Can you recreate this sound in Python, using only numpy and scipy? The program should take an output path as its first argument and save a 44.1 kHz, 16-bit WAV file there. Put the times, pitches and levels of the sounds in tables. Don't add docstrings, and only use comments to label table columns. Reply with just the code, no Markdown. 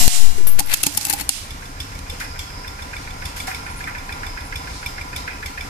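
import sys
import numpy as np
from scipy import signal
from scipy.fft import rfft, irfft, next_fast_len
from scipy.io import wavfile
from scipy.ndimage import uniform_filter1d, minimum_filter1d, map_coordinates

SR = 44100
rng = np.random.default_rng(int(sys.argv[2]) if len(sys.argv) > 2 else 0)


def wav_out(sig):
    wavfile.write(sys.argv[1], SR, np.round(np.clip(np.atleast_2d(sig).T, -1, 1) * 32767).astype(np.int16))


N = 250929
T = np.arange(N) / SR
PORT_LAG_SAMPLES = 18
EDGE_RISE_S = 0.00008

# freq_hz, correlation
PORT_LIKENESS = [(60, 0.99), (250, 1), (500, 1), (1000, 0.47), (2400, 0.28), (5000, 0.015), (14000, 0.064)]
# freq_hz, left_minus_right_db
PORT_BALANCE = [(100, 0.5), (280, -0.5), (450, -1), (1400, -0.5), (2300, -4), (4000, 1.5), (5200, -6),
                (6200, -1), (8500, -2), (10500, 9), (14000, 10.5)]
# freq_hz, gain_db
FAR_PORT_EQ = [(200, 9), (900, -1.5), (2500, -4.5), (6000, -5.5), (9000, -10.5), (14000, -27)]
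# freq_hz, t60_s
WALL_DECAY = [(200, .4), (1000, 0.38), (4000, 0.46), (8000, 0.34), (14000, 0.29)]
# freq_hz, gain_db
WALL_EQ = [(200, -18), (1200, -3.5), (3000, 4.5), (7500, 0.5), (11000, -1.5), (14000, -2.5)]

# freq_hz, gain_db
REPORT_EQ = [(88, -35.5), (150, -16), (228, 2.5), (293, -18), (734, -11), (1020, -14.5), (1430, -16),
             (1580, -15), (1740, -9), (4690, -3), (7860, 0), (14500, -13.5)]
REPORT_LEFT_EQ = [(200, -1.5), (1000, 6.5), (2400, 1.5), (5000, -1.5), (7500, -3), (11000, -0.5)]
FAR_WALL_EQ = [(300, -25), (1300, -9.5), (2600, -10), (5000, -6), (7500, 4), (10000, 1), (14000, -11)]
# peak_s, level_db, rise_s, fall_s
FAR_WALL_SWELL = [(0.16, -18, 0.06, 0.032)]
# pitch_hz, gain_db, base_t60_s
BARREL_MODES = [(725, -1, 0.63), (2850, -5, 0.73), (4120, -2, 0.61), (4760, -16, 0.35), (5430, 0, 0.21),
                (5800, -5, 0.32), (6650, -7, 0.7), (6400, -12, .42), (6900, -11.5, 0.74), (7770, -5, 0.27),
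                (7620, 7, 0.19), (8100, -11, 0.45), (9600, 1, .38), (10100, -3, 0.37), (12270, 5, .4)]

# freq_hz, gain_db
YARD_EQ = [(12, -24), (20, 3), (82, 0.5), (214, -12), (274, -12.5), (361, -16.5), (610, -15.5),
           (974, -12.5), (1120, -14), (2110, -18), (3100, -23.5), (5090, -23), (6000, -22.5),
           (12600, -34.5), (14500, -42)]
FIZZ_EQ = [(500, 5), (2500, 10.5), (5000, 11.5), (10000, 7.5), (14000, 2)]
# pitch_hz, level_db
HUM_PARTIALS = [(26.9, -41), (147, -56.5), (274.5, -56.5), (495.3, -59), (791.3, -65), (1010, -48),
                (1399, -50), (2347, -57)]
# pitch_hz, width_hz, gain_db
FRAME_MODES = [(184, 36, -2), (465, 94, -4), (788, 48, 4), (991, 40, 9), (1399, 23, 9), (1720, 61, -32),
               (2130, 310, -4.5)]
# time_s, level_db
FRAME_LEVELS = [(1.5, -65), (1.9, -48), (2.23, -42.5), (4.03, -36.5), (4.67, -40), (5.02, -37.5),
                (5.09, -40), (5.69, -39.5)]
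WHINE_LEVELS = [(1.5, -59), (2.05, -53.5), (2.5, -45), (3.1, -49.5), (5.6, -48)]

# peak_s, level_db, rise_s, stock_db, tube_db, clink_hz, clink_db, edge_db, echo_db, far_port_db
BOLT_CLACKS = [(0.591, -19.5, 0.0003, -20, -3, 8600, -15, -6, -12, -14),
               (0.596, 5.5, 0.00102, -23, -7, 12100, -17, -1, -15, -11.5),
               (0.6034, -6, 0.00056, 0.5, 2, 4860, -19, 3, -5, 2),
               (0.7411, 4, 0.0016, -6, -12, 4300, -10, -5, -4.5, 0),
               (0.772, -14, 0.0011, -24, -22, 9000, -10, -4, -8, -6),
               (0.8314, -13, 0.0004, -14, -22, 10370, 12, -8, 8, -2),
               (0.8365, 1.5, 0.0015, -2, -9, 2777, -8.5, 7, -5, -4),
               (0.845, -14, 0.0012, -15, -18, 6400, -10, -2, -8, -3),
               (0.8679, 3, 0.0024, 8.5, -2, 6660, -2, 4, -8.5, -4),
               (0.976, 2.5, 0.001465, -5, -4, 5460, -10, 6, -6.5, -10.5),
               (1.012, -10, 0.0012, -19, -10, 13200, -12, -2, 1, 0),
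               (1.052, -5.5, 0.00053, -15, -14, 7840, 2, -11, -6, -4),
               (1.069, -14, 0.00066, -5.5, -7, 10800, -10, -3, -2, 0),
               (1.1, -6, 0.0017, -4, 0, 4870, -11, -12, -19, -8),
               (1.1144, -22, 0.00044, -16, -25, 7600, -10, -2, -10, -9),
               (1.1278, -2.5, 0.00027, -12, -16, 12650, -10, -7, -13, -20),
               (1.136, -8.5, 0.0022, -4, 1.5, 7600, -5, -7, -7, 1.5),
               (1.211, -20.5, 0.0012, -2.5, -6, 4350, 5, -6, 2, 5),
               (1.2923, 7, 0.00027, 3, 0, 4040, -8, -2, 2, 5)]
PELLET_CONTACT = [(6, 0.00012, -13, -2, 4000, -4, 6, 7.5, 4)]
# freq_hz, gain_db
CRACK_EQ = [(100, -19), (500, -19), (1300, -9), (2500, -2.5), (6000, 1.5), (10000, 7.5), (14000, -2)]
EDGE_EQ = [(4000, -22.5), (8500, -6), (10500, 7), (14000, -7)]
PELLET_THUMP_EQ = [(70, 7), (200, -6), (500, 5), (1200, -7), (2000, -5), (4200, -4), (7000, -22)]
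# pitch_hz, width_hz, gain_db
ACTION_MODES = [(780, 47, -11), (2604, 61, -2.5), (4390, 270, -3), (6700, 560, -5), (10650, 1660, -2),
                (13340, 1170, 1)]
LOCK_MODES = [(2780, 64, -1.5), (4080, 520, 3.5), (5800, 55, 3.5), (8800, 1300, 0.5), (10200, 540, 5.5)]
# pitch_hz, gain_db
PART_MODES = [(2190, -6), (2770, -5), (4230, -2), (5770, -11), (6460, 5), (8090, -11), (9500, -4),
              (10300, 1), (12050, -4), (12960, 0)]
# pitch_hz, gain_db, t60_s
STOCK_MODES = [(190, -2, 0.023), (283, -9, 0.093)]
TUBE_MODES = [(832, 1.5, 0.05), (860, 4.5, 0.046), (1730, -14, 0.0092)]
SPRING_MODES = [(10500, -11, .12), (10800, 2.5, 0.16), (11270, 0, .12), (12800, 7, 0.13), (13400, 0, 0.14),
                (13200, -4, 0.15)]

# time_s, fall_s, hiss_db, rub_db
HAND_BRUSHES = [(0.38, 0.011, -32, -38), (1.99, 0.0025, -29, -52), (2.2, 0.033, -31, -29),
                (3.363, 0.061, -31, -52), (3.471, 0.042, -30.5, -29.5), (3.79, 0.072, -40, -52),
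                (3.87, 0.027, -56, -24.5)]
# peak_s, level_db
SLEEVE_SWISHES = [(3.03, -42.5), (4.77, -37.5)]
# freq_hz, gain_db
SLEEVE_EQ = [(2000, -13), (4300, 5), (6500, -0.5), (9000, -5), (14000, -24)]
# start_s, level_db, pitch_hz
STOCK_KNOCKS = [(0.381, -27, 400), (0.405, -31.5, 344), (0.874, -22.5, 299), (2.126, -30, 496),
                (3.479, -20, 760)]
# start_s, strength_db
SLIPS = [(0.47, -3), (0.4752, -7.5), (.481, -8), (0.489, -11), (.66, -13.5), (0.689, -16)]
# peak_s, rasp_db, hiss_db, rise_s, fall_s
BOLT_SLIDES = [(0.591, -22, -27, 0.0043, 0.01), (0.729, -18.5, -19.5, 0.022, 0.02),
               (0.812, -34, -29.5, 0.069, 0.019), (0.95, -39, -21.5, 0.079, 0.021),
               (1.039, -35, -20, 0.043, 0.047), (1.1, -23, -17.5, 0.0081, 0.035),
               (1.2, -28, -25.5, 0.019, 0.019)]
# freq_hz, gain_db
RASP_EQ = [(100, -5.5), (400, -20), (850, 2.5), (1150, -7), (1600, 6), (2500, 7.5), (3300, 1.5),
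           (4500, 3.5), (9000, -44)]
STEEL_HISS_EQ = [(500, -19.5), (3300, -14), (5000, -3), (8000, -1), (11000, 0), (13500, -2.5)]

# knock_s, puff_db, knock_db, cover_db
PISTON_STROKES = [(1.506, -43, -25.5, -44), (1.655, -33.5, -33, -40), (1.802, -40, -22, -32),
                  (1.952, -34.5, -33.5, -31), (2.098, -37, -23, -30), (2.244, -25.5, -31, -41),
                  (2.391, -30.5, -19.5, -27.5), (2.535, -35.5, -39, -45), (2.678, -30.5, -26.5, -31.5),
                  (2.822, -32, -29, -39), (2.965, -26.5, -30.5, -24), (3.106, -31, -32, -34),
                  (3.254, -28.5, -20, -28), (3.401, -33, -22.5, -19.5), (3.546, -26, -22.5, -21),
                  (3.697, -26, -38, -32), (3.839, -28, -31, -28), (3.982, -24.5, -30, -27),
                  (4.124, -25, -26.5, -22), (4.265, -25, -27, -27), (4.407, -25, -32, -36),
                  (4.557, -25, -22, -23), (4.705, -29.5, -41, -32), (4.861, -27.5, -21.5, -14),
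                  (5.012, -25.5, -29, -21.5), (5.162, -27.5, -19.5, -22.5), (5.31, -22.5, -42, -26.5),
                  (5.459, -25.5, -21.5, -23), (5.608, -23.5, -26.5, -20.5)]
# freq_hz, gain_db
PUFF_EQ = [(600, -28), (1250, 3), (1600, 8.5), (2000, 7), (2450, 0.5), (2900, -13.5), (6000, -24)]
KNOCK_SEND_EQ = [(2300, -4), (3100, -20), (4000, -12), (5000, -9), (8000, -2.5)]
# pitch_hz, width_hz, gain_db
VALVE_MODES = [(1440, 220, -7.5), (1724, 280, 1.5), (1940, 660, -0.5), (2090, 174, 1.5), (2467, 102, 2),
               (4930, 1800, 0.5)]
CASING_MODES = [(2240, 110, -7.5), (3520, 53, 6.5), (4990, 54, -6), (5330, 93, 1), (5440, 100, -14),
                (6650, 130, -16), (7900, 140, -10.5), (9740, 300, -11), (12200, 470, -15)]
# pitch_hz, gain_db
COVER_PINGS = [(2310, 1.5), (2480, -14.5)]
CASING_PINGS = [(3520, -15.5), (5000, -7), (5380, -23)]
# peak_s, level_db
THIN_SQUEAKS = [(3.66, -49), (3.71, -43), (3.775, -39.5), (4.46, -43), (4.74, -45), (4.82, -49)]


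def amp(db):
    return 10 ** (np.asarray(db) / 20)


def along(points, hz):
    freqs_hz, values = np.transpose(points)
    return np.interp(np.log(hz + 1), np.log(freqs_hz + 1), values)


def curve(rows):
    return np.interp(T, *np.transpose(rows))


def wobble(rate_hz):
    coarse_s = T[::16]
    smooth = map_coordinates(rng.standard_normal(400), [coarse_s * rate_hz], mode="mirror")
    return np.interp(T, coarse_s, smooth)


def filtered(x, response):
    size = next_fast_len(N + SR // 2)
    return irfft(rfft(x, size) * response(np.fft.rfftfreq(size, 1 / SR)), size)[..., :N]


def shape(points):
    return lambda hz: amp(along(points, hz))


def body(modes):
    return lambda hz: sum((-1) ** k * amp(db) * 1j * hz * width / (pitch ** 2 - hz ** 2 + 1j * hz * width)
                          for k, (pitch, width, db) in enumerate(modes))


def excite(envelope, response):
    power = np.mean(np.abs(response(np.linspace(0, SR / 2, SR // 4))) ** 2)
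    return filtered(envelope * rng.standard_normal(np.shape(envelope)), response) / np.sqrt(power)


def bursts(rows):
    out = np.zeros(N)
    for peak_s, db, rise_s, fall_s in rows:
        span = slice(max(0, int((peak_s - 10 * rise_s) * SR)), int((peak_s + 10 * fall_s) * SR))
        t = T[span] - peak_s
        out[span] += amp(db) * np.exp(-np.maximum(-t / rise_s, t / fall_s))
    return out


def rings(rows, attack_s):
    out = np.zeros(N)
    for start_s, db, hz, t60_s in rows:
        span = slice(max(0, int(start_s * SR)), int((start_s + 1.5 * t60_s) * SR))
        t = np.maximum(T[span] - start_s, 0)
        out[span] += amp(db - 60 * t / t60_s) * np.sin(2 * np.pi * hz * t) * (1 - np.exp(-t / attack_s))
    return out


def port_lag(hz):
    return np.exp(-2j * np.pi * hz * PORT_LAG_SAMPLES / SR)


def from_yard(pair):
    def response(hz):
        half_db = along(PORT_BALANCE, hz) / 2
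        return np.array([amp(half_db), amp(-half_db) * port_lag(hz)])
    return filtered(pair, response)


def from_action(left, right):
    return np.array([left, filtered(right, lambda hz: shape(FAR_PORT_EQ)(hz) * port_lag(hz))])


def spread(envelope, response):
    def mid_side(hz):
        angle = np.arccos(np.clip(along(PORT_LIKENESS, hz), -1, 1)) / 2
        return np.array([np.cos(angle), np.sin(angle)])
    mid, side = filtered(excite(np.array([envelope, envelope]), response), mid_side)
    return np.array([mid + side, mid - side])


def walls(x):
    hz, t, noise = signal.stft(rng.standard_normal((2, SR)), SR, nperseg=256)
    decay_db = along(WALL_EQ, hz)[:, None] - 60 * t / along(WALL_DECAY, hz)[:, None]
    tail = signal.istft(noise * amp(decay_db), SR, nperseg=256)[1]
    return signal.fftconvolve(x[None], tail / np.linalg.norm(tail[0]), axes=1)[:, :N]


def report(t60_s=1.0, barrel_sustain=1.7):
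    decay = amp(-15 - 60 * T / t60_s + wobble(179.4))
    left, right = excite(np.array([decay, decay]), shape(REPORT_EQ))
    hiss = np.array([filtered(left, shape(REPORT_LEFT_EQ)), right])
    swell = excite(bursts(FAR_WALL_SWELL) * amp(wobble(142)) * amp([[0.5], [-0.5]]), shape(FAR_WALL_EQ))
    barrel = rings([(0, db - 27, hz, barrel_sustain * base_s) for hz, db, base_s in BARREL_MODES], 0.0008)
    return from_yard(hiss + swell + barrel * amp([[-7], [3]]))


def microphone_swing(drive=11, cross_s=0.345, settle_s=0.32):
    swing = drive * T * (T - cross_s) / settle_s ** 2 * np.exp(-(T / settle_s) ** 2)
    return np.array([np.tanh(swing), np.zeros(N)])


def yard_air():
    rumble = spread(amp(-35 + 0.71 * wobble(8.3)), shape(YARD_EQ))
    sheen = spread(amp(-52 + 3 * wobble(12)), shape(FIZZ_EQ))
    return rumble + sheen


def machine_drone():
    frame = spread(amp(curve(FRAME_LEVELS) + wobble(12)), body(FRAME_MODES))
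    whine_db = curve(WHINE_LEVELS) + 3.5 * wobble(6.5)
    whine = spread(amp(whine_db), body([(4930, 210, -0.2), (5300, 240, -1.8)]))
    hum = sum(amp(db + 3 * wobble(3.43)) * np.sin(2 * np.pi * hz * T + 1.66 * wobble(np.sqrt(hz)))
              for hz, db in HUM_PARTIALS)
    return frame + whine + hum


def steel_contacts(rows, chatter_db=3, clink_t60_s=0.03):
    peak_s, level_db, rise_s, stock_db, tube_db, clink_hz, clink_db, edge_db, echo_db, far_db = (
        np.transpose(rows))
    start_s = peak_s - rise_s
    fall_s = 0.0024 + 0.59 * rise_s
    chatter = amp(chatter_db * wobble(1300))
    hits = chatter * np.array([bursts(zip(peak_s, db, rise_s, fall_s))
                               for db in (level_db, level_db + far_db)])
    metal = amp(0.5) * excite(hits, shape(CRACK_EQ)) + amp(1) * excite(hits, body(ACTION_MODES))
    spikes = bursts([(s, db, EDGE_RISE_S, 0.00079) for s, db in zip(peak_s, level_db + edge_db)])
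    edges = excite(spikes, shape(EDGE_EQ))
    clinks = rings([(s, db, hz, clink_t60_s)
                    for s, db, hz in zip(start_s, level_db + clink_db, clink_hz)], attack_s=0.0013)
    parts = rings([(s, db + mode_db + rng.normal(-24, 6.5), hz * rng.normal(1, 0.0295), clink_t60_s)
                   for s, db in zip(start_s, level_db) for hz, mode_db in PART_MODES], attack_s=0.00057)
    hollow = rings([(s, db + mode_db - 23, hz * rng.normal(1, 0.026), t60_s)
                    for levels, modes in ((stock_db, STOCK_MODES), (tube_db, TUBE_MODES))
                    for s, db in zip(start_s, levels) for hz, mode_db, t60_s in modes], attack_s=0.0022)
    direct = from_action(*(metal + edges + clinks + parts + hollow * amp([[-4], [3]])))
    root_energy = amp(level_db + echo_db) * np.sqrt(SR * (rise_s + fall_s) / 2)
    impulses = np.bincount((peak_s * SR).astype(int), root_energy, N)
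    echo = walls(filtered(impulses, shape(CRACK_EQ))) * amp([[-10], [-12]])
    return direct + from_yard(echo)


def pellet_hit(hit_s=0.079):
    thump = excite(bursts([(hit_s, -2, EDGE_RISE_S, 0.0019)]), shape(PELLET_THUMP_EQ))
    return steel_contacts([(hit_s, *PELLET_CONTACT[0])]) + from_action(thump, thump)


def hands(swish_s=0.079):
    hiss = bursts([(s + 0.0013, db, 0.002, fall_s) for s, fall_s, db, _ in HAND_BRUSHES])
    rub = bursts([(s + 0.0046, db, 0.003, fall_s) for s, fall_s, _, db in HAND_BRUSHES])
    sleeve = bursts([(s, db, swish_s, swish_s) for s, db in SLEEVE_SWISHES])
    return sum(spread(envelope, shape(eq))
               for envelope, eq in ((hiss, FIZZ_EQ), (rub, PUFF_EQ), (sleeve, SLEEVE_EQ)))


def stock_knocks(t60_s=0.1):
    return rings([(s, db, hz, t60_s) for s, db, hz in STOCK_KNOCKS], attack_s=0.00055)


def hammer_spring(buzz_depth=0.6, buzz_hz=260):
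    slips = bursts([(s, db, 0.001, 0.006) for s, db in SLIPS])
    scratch = amp(-9) * excite(slips, shape([(1000, -10), (8000, -11), (11000, 3), (14000, 0.5)]))
    plucks = [(s, db - 18.5) for s, db in SLIPS]
    jolts = [(s, db - 32) for s, db, *_ in BOLT_CLACKS]
    ping = rings([(s, db + mode_db + rng.normal(0, 2), hz + rng.normal(0, 78), t60_s)
                  for s, db in plucks + jolts for hz, mode_db, t60_s in SPRING_MODES], attack_s=0.00073)
    zing = ping * (1 + buzz_depth * wobble(buzz_hz)) + scratch
    return (zing + amp(-9) * walls(zing)) * amp([[0], [-14]])


def bolt_slides(catch_db=3.4):
    peak_s, rasp_db, hiss_db, rise_s, fall_s = np.transpose(BOLT_SLIDES)
    catch = np.ones((2, 1)) * amp(catch_db * wobble(200))
    rasp = excite(catch * bursts(zip(peak_s, rasp_db, rise_s, fall_s)), shape(RASP_EQ))
    hiss = excite(catch * bursts(zip(peak_s, hiss_db, rise_s, fall_s)), shape(STEEL_HISS_EQ))
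    return from_action(*(rasp + hiss))


def bolt_clacks():
    shut_s = BOLT_CLACKS[-1][0]
    lock = excite(bursts([(shut_s, 15.5, EDGE_RISE_S, 0.0011)]), body(LOCK_MODES))
    return steel_contacts(BOLT_CLACKS) + from_action(lock, lock)


def rattle(count=5, from_s=1.08, to_s=1.2, fade_db_per_s=72):
    offsets_s = (to_s - from_s) * (np.arange(count) + rng.random(count)) / count
    clinks_hz = rng.uniform(4900, 11100, count)
    return steel_contacts([(from_s + s, -25 - fade_db_per_s * s, 0.00066, -13, -9, hz, 0, -4, -9, 0)
                           for s, hz in zip(offsets_s, clinks_hz)])


def piston_strokes(puff_lead_s=0.0332, ping_t60_s=0.034, thump_hz=74, bump_hz=275, return_s=0.036):
    knock_s, puff_db, knock_db, cover_db = np.transpose(PISTON_STROKES)
    hardness_db = knock_db + 19.5
    thump_db = -14 + 0.44 * hardness_db
    tick_db = -28.5 + 1.6 * hardness_db
    grit = amp(0.64 * wobble(400))
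    airflow = grit * bursts([(s - puff_lead_s, db, 0.0011, 0.01) for s, db in zip(knock_s, puff_db)])
    puffs = spread(airflow, lambda hz: shape(PUFF_EQ)(hz) * body(VALVE_MODES)(hz))
    blows = bursts([(s + 0.00058, db - 2, 0.0015, 0.0035) for s, db in zip(knock_s, knock_db)])
    knocks = spread(blows, body(CASING_MODES))
    spikes = bursts([(s + 0.0033, db, 0.0013, 0.003) for s, db in zip(knock_s, tick_db)])
    ticks = spread(spikes, shape(FIZZ_EQ))
    pings = rings([(s, db + mode_db + rng.normal(0, 2), hz * rng.normal(1, 0.018), ping_t60_s)
                   for levels, modes in ((cover_db, COVER_PINGS), (knock_db, CASING_PINGS))
                   for s, db in zip(knock_s, levels) for hz, mode_db in modes], attack_s=0.0016)
    thumps = rings([(s - 0.003, db, thump_hz, 0.09) for s, db in zip(knock_s, thump_db)], attack_s=0.011)
    bumps = rings([(s + return_s, rng.normal(-26, 2.2), bump_hz, 0.06) for s in knock_s], attack_s=0.0058)
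    echo = walls(amp(4.5) * ticks[0] + amp(-5) * puffs[0] + filtered(knocks[0], shape(KNOCK_SEND_EQ)))
    return puffs + knocks + ticks + pings + thumps + bumps + echo


def squeaks(pitch_hz=9760, width_hz=59, swell_s=0.011):
    envelope = bursts([(s, db, swell_s, swell_s) for s, db in THIN_SQUEAKS])
    return spread(envelope, body([(pitch_hz, width_hz, 0)]))


def scene():
    shot = report() + microphone_swing() + pellet_hit()
    action = hammer_spring() + bolt_slides() + bolt_clacks() + rattle()
    surroundings = yard_air() + machine_drone() + hands() + stock_knocks() + piston_strokes() + squeaks()
    return shot + action + from_yard(surroundings)


def record(dry, release_db_per_s=150, ceiling=0.99, cutoff_hz=14350):
    over_db = 20 * np.log10(np.maximum(np.abs(dry) / ceiling, 1))
    release_db = release_db_per_s * T
    duck_db = np.maximum.accumulate(over_db + release_db, axis=1) - release_db
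    gain = uniform_filter1d(minimum_filter1d(amp(-duck_db), size=21), size=21)
    return np.clip(filtered(dry * gain, lambda hz: 1 / np.sqrt(1 + (hz / cutoff_hz) ** 120)), -1, 1)


dry = scene()
out = record(dry)
wav_out(out)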